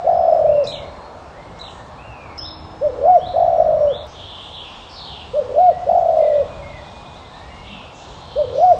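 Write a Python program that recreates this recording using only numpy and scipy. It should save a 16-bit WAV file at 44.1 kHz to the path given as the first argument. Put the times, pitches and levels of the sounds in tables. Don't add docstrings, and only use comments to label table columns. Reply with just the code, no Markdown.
import sys
import numpy as np
from scipy import signal
from scipy.io import wavfile
from scipy.ndimage import uniform_filter1d, minimum_filter1d

SR = 44100
rng = np.random.default_rng(int(sys.argv[2]) if len(sys.argv) > 2 else 0)


def makeup_ratio(level_db):
    decades = np.asarray(level_db, float) / 20
    return 10 ** decades


def put_to_file(sound):
    columns = np.atleast_2d(sound).T
    safe = np.clip(columns, -1, 1)
    whole_steps = np.round(safe * 32767)
    wavfile.write(sys.argv[1], SR, whole_steps.astype(np.int16))


N = 387638


def rms_one(x):
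    return x / np.sqrt(np.mean(x ** 2) + 1e-20)


def drift(rate_hz):
    pole = np.exp(-80 * np.pi * rate_hz / SR)
    noise = rng.standard_normal(N // 40 + 2002)
    slow = signal.lfilter([1], [1, -2 * pole, pole * pole], noise)[2000:]
    return np.interp(np.arange(N) / 40, np.arange(len(slow)), rms_one(slow))


def add(out, start_s, sound):
    i = round(start_s * SR)
    out[i:i + len(sound)] += sound[:N - i]


def tone(hz, level_db, edge):
    envelope = np.sqrt(2) * makeup_ratio(level_db) * signal.windows.tukey(len(hz), np.clip(edge, 0, 1))
    return envelope * np.sin(2 * np.pi * np.cumsum(hz) / SR)


def glide(length_s, first_hz, middle_hz, last_hz):
    curve = np.polyfit([0, .5, 1], [first_hz, middle_hz, last_hz], 2)
    return np.polyval(curve, np.linspace(0, 1, round(length_s * SR)))


def shaped(shape):
    s, hz, level_db = np.transpose(shape)
    t = np.arange(round(s[-1] * SR)) / SR
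    return [uniform_filter1d(np.interp(t, s, column), size=len(t) // 30) for column in (hz, level_db)]


def band_noise(noise, order, low_hz, high_hz):
    return signal.sosfilt(signal.butter(order, [low_hz, high_hz], "band", fs=SR, output="sos"), noise)


# shape, start in seconds, length in seconds, effort in dB.
COOS = [
    ("roll", .04, .615, 0.1),
    ("short", 2.808, .14, 0.1),
    ("arch", 2.96, .237, 0.1),
    ("roll", 3.333, .605, 0.13),
    ("short", 5.333, .135, 0.1),
    ("arch", 5.475, .255, 0.1),
    ("roll", 5.862, .58, 0.1),
    ("short", 8.355, .14, 0.1),
    ("arch", 8.5, .255, 0.13),
]
# share of the length, pitch in Hz, level in dB.
SHORT = [(0, 433, -34.5), (.08, 521.5, -19.5), (.27, 618, -14.5), (.45, 578, -13.5), (.56, 545, -24.5),
         (.68, 478, -22), (.76, 520, -41), (.85, 510, -32.5), (1, 490, -31)]
ARCH = [(0, 494.2, -26.5), (.25, 529, -20), (.4, 611.4, -11.5), (.52, 730.3, -8.5), (.65, 732.5, -9.5),
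        (.78, 722.4, -9.5), (.86, 690.4, -4.5), (.91, 619, -14), (.96, 518, -20), (1, 431, -39.5)]
ROLL = [(0, 473, -25), (.02, 560.7, -18.5), (.06, 684, -11), (.2, 689.3, -12), (.45, 659.6, -10.5),
        (.9, 579.6, -15), (.955, 558, -14.5), (.975, 491, -22.5), (1, 430, -35)]


def dove():
    close_s, open_s, sweep_hz = .0033, .004, 90
    out, roll_db, sweep = np.zeros(N), np.zeros(N), np.zeros(N)
    near = np.arange(-600, 1200) / SR
    dip = np.exp(-(near / np.where(near < 0, close_s, open_s)) ** 2)
    rows = shuts()
    follows = [s for s, *rest in rows[1:]] + [N / SR]
    slips = rng.normal(0, 1, len(rows))
    for (s, depth_db, pulse_db), after, slip in zip(rows, follows, slips):
        add(roll_db, s + near[0], -depth_db * dip)
        pulse = np.linspace(-1, 1, round(min(after - s, .025) * SR))
        add(roll_db, s, pulse_db * (1 - pulse ** 4))
        bend = .45 * pulse - 2.3 * np.exp(-(pulse + 1) / .33) + 1.3 * np.exp((pulse - 1) / .25)
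        add(sweep, s, np.clip(depth_db / 12, 0, 1) * (bend - np.median(bend) + .08 * slip))
    sweep = uniform_filter1d(sweep, size=90)
    roll_db = roll_db + .9 * drift(40)
    contours = {"short": SHORT, "arch": ARCH, "roll": ROLL}
    for shape, s, length_s, effort_db in COOS:
        share, hz, level_db = np.transpose(contours[shape])
        along = np.linspace(0, 1, round(length_s * SR))
        span = slice(round(s * SR), round(s * SR) + len(along))
        calm = 1 - .75 * along ** 3
        pitch = uniform_filter1d(np.interp(along, share, hz), size=400) + sweep_hz * calm * sweep[span]
        level_db = np.interp(along, share, level_db) + roll_db[span] + effort_db
        add(out, s, tone(pitch, level_db, 0.027))
    return out


# share of the closures, gap in seconds, depth in dB, time scatter in seconds.
ROLL_SHUTS = [(0, .022, 13, .001), (.14, .02, 14, .0015), (.4, .014, 13, .0025), (.68, .0145, 12, .004),
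              (.8, .021, 11, .003), (1, .02, 4.5, .002)]
ARCH_SHUTS = [(0, .012, 15, .002), (.5, .014, 10, .002), (.75, .013, 4, .002), (1, .013, 1.5, .002)]


def shuts():
    depth_scatter, pulse_db, pulse_scatter_db = .35, 1.2, 1.3
    rows = []
    for shape, s, length_s, effort_db in COOS:
        if shape == "short":
            continue
        table, count = (ROLL_SHUTS, 30) if shape == "roll" else (ARCH_SHUTS, 10)
        share, *rules = np.transpose(table)
        luck = rng.standard_normal((count, 3))
        along = np.linspace(0, 1, count)
        gap_s, depth_db, scatter_s = [np.interp(along, share, rule) for rule in rules]
        times = s + np.sort(np.cumsum(gap_s) + scatter_s * luck[:, 0])
        depths_db = depth_db * np.exp(depth_scatter * luck[:, 1])
        rows += zip(times, depths_db, pulse_db + pulse_scatter_db * luck[:, 2])
    return rows


# time in seconds, pitch in Hz, level in dB.
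CHIRRUP = [(0, 3300, -10), (.012, 4150, -4), (.03, 3900, 0), (.046, 3780, -4), (.049, 2600, -22),
           (.056, 3100, -9), (.07, 3960, -7), (.088, 3200, -9), (.104, 2450, -14)]
# start in seconds, level in dB.
CHIRRUPS_AT = [
    (.666, -28),
    (1.59, -36.5),
]


def chirrups():
    out = np.zeros(N)
    pitch, shape_db = shaped(CHIRRUP)
    for s, level_db in CHIRRUPS_AT:
        stroke_db = level_db + shape_db
        add(out, s, tone(pitch, stroke_db, .1) + tone(2 * pitch, stroke_db - 24, .1))
        rise_hz = 4800 + 3000 * np.linspace(0, 1, round(.042 * SR)) ** 3
        ragged = uniform_filter1d(rng.standard_normal(4000), size=30)[:len(rise_hz)]
        add(out, s - .03, tone(rise_hz * (1 + 0.7 * ragged), level_db - 17, 0.2))
    return out * makeup_ratio(5.4 * drift(93.8))


# time in seconds, pitch in Hz, level in dB.
LILT = [(0, 2250, -1.5), (.04, 2660, -3), (.095, 2800, -2.5), (.2, 2520, -1), (.39, 2080, -1)]
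UPSWEEP = [(0, 2850, -12), (.05, 3420, -6), (.075, 3600, 1), (.1, 4170, -4.5), (.125, 4240, -6.5)]
# start in seconds, level in dB.
LILTS = [
    (.455, -51.5),
    (1.968, -49.5),
]
# start in seconds, level in dB, reach of the rise from 0 to 1.
UPSWEEPS = [
    (2.378, -39.5, 1),
    (3.185, -41.5, 0.99),
    (3.87, -38.5, .86),
]
# start in seconds, length in seconds, first pitch in Hz, last pitch in Hz, level in dB.
NOTES = [(0.802, 0.28, 4170, 4290, -59.5), (1.255, 0.015, 2890, 2310, -52.5),
         (1.328, 0.076, 1750, 2130, -56.5), (1.4, 0.2, 2126, 2166, -59), (1.75, 0.077, 1818, 1745, -53.5),
         (3.756, 0.11, 5600, 5520, -64), (4.078, 0.046, 4860, 4880, -64), (4.116, 0.66, 3470, 3284, -54.5),
         (5.6, 0.076, 2170, 2110, -58.5), (5.717, 0.099, 1910, 2010, -55.5),
         (6.183, 0.16, 2100, 1900, -51.5), (6.2, 0.12, 2394, 2460, -56.5), (6.376, .23, 2523, 2435, -55.5),
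         (6.622, 0.055, 2144, 2120, -44), (6.729, 0.08, 2050, 1887, -48.5),
         (6.622, 0.55, 2463, 2465, -58.5), (7.151, 0.12, 2130, 2035, -61), (7.303, .21, 1730, 1947, -55.5),
         (7.388, 0.12, 2260, 2280, -56.5), (7.494, 0.22, 2066, 2280, -53), (7.5, .11, 2810, 2860, -54),
         (7.694, 0.13, 2740, 2530, -48.5), (7.823, 0.21, 2690, 2720, -58), (8.25, 0.26, 3170, 3160, -55.5)]


def clear_songs(waver, flutter, warble):
    songs = [(s, *shaped(LILT), db, 0) for s, db in LILTS]
    hz, rise_db = shaped(UPSWEEP)
    for s, db, reach in UPSWEEPS:
        songs.append((s, hz[0] + reach * (hz - hz[0]), rise_db, db, .07))
    for s, length_s, first_hz, last_hz, db in NOTES:
        songs.append((s, np.linspace(first_hz, last_hz, round(length_s * SR)), 0, db, 0))
    out = np.zeros(N)
    for s, pitch, shape_db, level_db, swing in songs:
        here = round(s * SR) + np.arange(len(pitch))
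        rising = np.linspace(0, 1, len(pitch)) ** 2
        unsteady = 1 + .008 * waver[here] + swing * rising * warble[here]
        add(out, s, tone(pitch * unsteady, level_db + shape_db + 3.0 * flutter[here], 0.073))
    return out


# start in seconds, length in seconds, first pitch in Hz, last pitch in Hz, level in dB.
THIN_BUZZES = [
    (.05, 0.39, 5020, 5300, -58.5),
    (.42, .2, 5350, 5270, -62.5),
    (3.13, 0.051, 5850, 5500, -54.5),
    (3.328, 0.42, 5600, 5700, -63),
    (8.51, .34, 4960, 4940, -58.5),
    (8.5, .34, 5900, 5850, -60),
]
ROUGH_BUZZES = [
    (4.09, .49, 3420, 3250, -43.5),
    (4.51, .2, 4150, 2450, -39.5),
    (.71, .045, 6300, 6500, -55),
]
WIDE_BUZZES = [
    (1.66, .15, 7200, 7060, -60),
    (4.07, .07, 5650, 5570, -50),
    (4.1, .47, 3507, 3410, -46.5),
    (4.69, .22, 3290, 3000, -46.5),
    (4.73, .1, 6330, 6450, -58.5),
    (8.5, .34, 5290, 5300, -57),
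    (7.61, .29, 3390, 2967, -46.5),
    (7.9, .32, 6300, 6200, -54.5),
    (7.95, 0.37, 3680, 3610, -50.5),
    (8.19, .44, 3790, 3636, -46.5),
]


def buzzes(warble):
    out = np.zeros(N)
    slow = drift(7.3)
    swings = (.03, THIN_BUZZES), (0.11, ROUGH_BUZZES), (0.18, WIDE_BUZZES)
    for swing, rows in swings:
        for s, length_s, first_hz, last_hz, level_db in rows:
            centre = np.geomspace(first_hz, last_hz, round(length_s * SR))
            here = np.minimum(round(s * SR) + np.arange(len(centre)), N - 1)
            fading_db = np.linspace(-1.5, 3, len(centre))
            add(out, s, tone(centre * (1 + swing * warble[here]), level_db - fading_db + 2.0 * slow[here], .45))
    return out


# time in seconds, pitch in Hz, level in dB.
SWOOP = [(0, 5170, -1.5), (.05, 4840, -1.5), (.11, 3900, 4.2), (.2, 3450, 2), (.3, 2994, -1.5),
         (.38, 2800, -10)]
# start in seconds, level in dB.
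SWOOP_AT = (4.885, -42)


def swoop(warble):
    out = np.zeros(N)
    start_s, level_db = SWOOP_AT
    centre, shape_db = shaped(SWOOP)
    add(out, start_s, tone(centre * (1 + .125 * warble[:len(centre)]), level_db + shape_db, .1))
    return out


# start in seconds, level in dB.
FLICKS = [(6.1, -58.5), (6.22, -54), (6.33, -50), (6.45, -54), (6.55, -58), (6.67, -54.5), (6.76, -53.5),
          (6.81, -50.5), (6.86, -51), (6.95, -52.5), (7.05, -49), (7.14, -47.5), (7.24, -49), (7.33, -48.5),
          (7.98, -55)]


def flicks(warble):
    out = np.zeros(N)
    for s, level_db in FLICKS:
        pitch = glide(.045, 3300, 3650, 4150) * rng.uniform(.97, 1.03)
        add(out, s, tone(pitch * (1 + .05 * warble[round(s * SR):][:len(pitch)]), level_db, 0.45))
    return out


def songbirds():
    flutter, waver = drift(60), drift(45)
    warble_phase = 2 * np.pi * np.cumsum(140 + 40 * waver) / SR
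    warble = signal.sawtooth(warble_phase, .25) + .35 * flutter
    voices = clear_songs(waver, flutter, warble) + buzzes(warble) + swoop(warble) + flicks(warble)
    return voices * makeup_ratio(1.1 * waver)


# start in seconds, centre in Hz, width in Hz, level in dB, 60 dB decay time in seconds.
FADING = [
    (0.0, 711, 60, -28, 0.76),
    (2.378, 5177, 79.4, -30.5, 0.71),
    (2.38, 5320, 220, -28, 0.53),
    (2.378, 5600, 200, -47.5, 0.6),
    (2.552, 5240, 247, -54.5, 3.3),
]


def fading_calls():
    out, t = np.zeros(N), np.arange(SR) / SR
    for s, hz, width_hz, level_db, t60 in FADING:
        ringing = band_noise(rng.standard_normal(2 * SR), 2, hz - width_hz / 2, hz + width_hz / 2)[SR:]
        add(out, s, makeup_ratio(level_db - 60 * t / t60) * rms_one(ringing))
    return out


# frequency in Hz, density in dB per Hz.
AIR = [(15, -36.5), (25, -8), (85, 3), (141, -3.5), (194, -4.5), (357, -9), (879, -1), (1920, -21.5),
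       (3120, -24), (3710, -22), (4730, -27.5), (5340, -25.5), (5890, -29), (8490, -34), (11000, -74.5),
       (18700, -120)]
# time in seconds, level in dB.
TRAFFIC_SWELL = [(0.0, -42.5), (0.76, -39.5), (1.22, -46.5), (1.76, -41), (2.01, -46), (2.37, -42),
                 (2.94, -43), (3.87, -35.5), (4.06, -43), (4.68, -49.5), (5.29, -42.5), (5.48, -42),
                 (6.27, -43), (6.93, -43), (7.44, -46), (8.79, -39)]
# start in seconds, hum in dB, hiss in dB.
BACKGROUNDS = [
    (0, 2, 0.5),
    (2.38, .8, 0),
    (4.068, -0.05, 4),
]
# centre in Hz, width in Hz, level in dB.
ENGINE = [
    (72.6, 31, -44.5),
    (150, 3.5, -54.5),
]
# start in seconds, length in seconds, first, middle and last pitch in Hz, level in dB.
DRONE = (2, 1.53, 318, 316.5, 320.5, -46.5)


def traffic():
    s, db = np.transpose(TRAFFIC_SWELL)
    start, hum_db, hiss_db = np.transpose(BACKGROUNDS)
    air_hz, air_db = np.transpose(AIR)
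    t = np.arange(N) / SR
    rumble_db = np.interp(t, s, db - np.mean(db))
    current = np.searchsorted(start[1:], t)
    hum_db = hum_db[current] + 0.17 * rumble_db
    hiss_db = hiss_db[current]
    edges_hz = 22 * 2 ** (np.arange(28) / 3)
    white, out = rng.standard_normal((2, N)), 0
    for k, (low, high) in enumerate(zip(edges_hz, edges_hz[1:])):
        hz = np.sqrt(low * high)
        if hz < 200:
            swell_db = rumble_db + 2.82 * drift(3)
        else:
            swell_db = hum_db if hz < 2500 else hiss_db
        colour_db = np.interp(np.log(hz), np.log(air_hz), air_db)
        band = band_noise(white[k % 2], 2, low, high)
        out = out + band * makeup_ratio(colour_db + swell_db + 1.3 * drift(5.1))
    out = makeup_ratio(-37.5) * rms_one(out)
    for hz, width_hz, level_db in ENGINE:
        order = rms_one(band_noise(rng.standard_normal(N), 1, hz - width_hz / 2, hz + width_hz / 2))
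        out = out + makeup_ratio(level_db + rumble_db + 2.8 * drift(3.8)) * order
    start_s, length_s, first_hz, middle_hz, last_hz, level_db = DRONE
    add(out, start_s, tone(glide(length_s, first_hz, middle_hz, last_hz), level_db, 0.94))
    return out


def echoed(dry, near_db, near_t60, far_db, far_t60, wall_db):
    t = np.arange(2 * SR) / SR
    near, far = rng.standard_normal((2, len(t))) * (t > .012)
    near = near * makeup_ratio(-60 * t / near_t60)
    far = far * makeup_ratio(-60 * t / far_t60)
    tail = makeup_ratio(near_db) * near / np.linalg.norm(near) + makeup_ratio(far_db) * far / np.linalg.norm(far)
    add(tail, .03, makeup_ratio([wall_db]))
    cuts = [0] + [round(s * SR) for s, *click in SCENE_CHANGES[:2]] + [N]
    wet = [signal.fftconvolve(dry[a:b], tail)[:b - a] for a, b in zip(cuts, cuts[1:])]
    return dry + np.concatenate(wet)


def scene():
    close = echoed(dove(), -12.5, .32, -17.5, 2.0, wall_db=-19)
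    nearer = echoed(chirrups(), -1.5, .3, -11, .8, wall_db=-12)
    distant = echoed(songbirds(), 0, .5, -5, 1.5, wall_db=-8)
    return (close + nearer + distant + fading_calls() + traffic())[None]


def thin_treble(x, from_hz, keep_db, mask_db, spread_db):
    hz, _, lines = signal.stft(x, SR, nperseg=2048)
    power = np.abs(lines) ** 2 + 1e-18
    band = np.abs(uniform_filter1d(power, size=17, axis=1)) + 1e-16
    held = uniform_filter1d(power / band, size=4, axis=2)
    weak = 1 / (1 + (held / makeup_ratio(2 * keep_db)) ** 4)
    slope = spread_db * hz[:, None] / 1000
    band_db = 10 * np.log10(band)
    loud_db = np.where(hz[:, None] > 3300, band_db, -200)
    hidden_db = np.maximum.accumulate(loud_db + slope, axis=1) - slope - mask_db
    hidden_db = signal.lfilter([.45], [1, -.55], hidden_db + 150, axis=2) - 150
    shown = 1 / (1 + makeup_ratio(12 * np.clip(hidden_db - band_db, -30, 30)))
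    treble = np.clip((hz[:, None] - from_hz) / 2500, 0, 1)
    return signal.istft(lines * shown * (1 - .97 * treble * weak), SR, nperseg=2048)[1][:, :N]


# time in seconds, click level in dB, click decay in samples.
SCENE_CHANGES = [
    (2.378, -40, 4),
    (4.068, -33, .7),
    (8.788, -28, .7),
    (0.0, -38, .7),
]


def change_clicks():
    out = np.zeros(N)
    for s, click_db, length in SCENE_CHANGES:
        add(out, s, makeup_ratio(click_db) * np.exp(-np.arange(30) / length))
    return out


def low_pass(x):
    return signal.sosfilt(signal.butter(12, 15750, fs=SR, output="sos"), x)


def record(dry):
    peak = uniform_filter1d(-minimum_filter1d(-np.abs(dry), size=441), size=221)
    dry = dry / np.maximum(1, peak / .88)
    x = dry + 0.028 * dry ** 2 - 0.034 * dry ** 3
    x = x - uniform_filter1d(x, size=4000)
    x = thin_treble(x, from_hz=3500, keep_db=0, mask_db=16.5, spread_db=5.5)
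    mix = signal.sosfilt(signal.ellip(10, .3, 60, 8570, fs=SR, output="sos"), x)
    hiss = rng.standard_normal((2, N))
    high_band = signal.ellip(5, .3, 50, [9200, 10600], "band", fs=SR, output="sos")
    mix = mix + makeup_ratio(-68.5) * signal.sosfilt(high_band, hiss[0]) + makeup_ratio(-86.0) * hiss[1]
    return low_pass(mix + change_clicks())


dry = scene()
out = record(dry)
put_to_file(out)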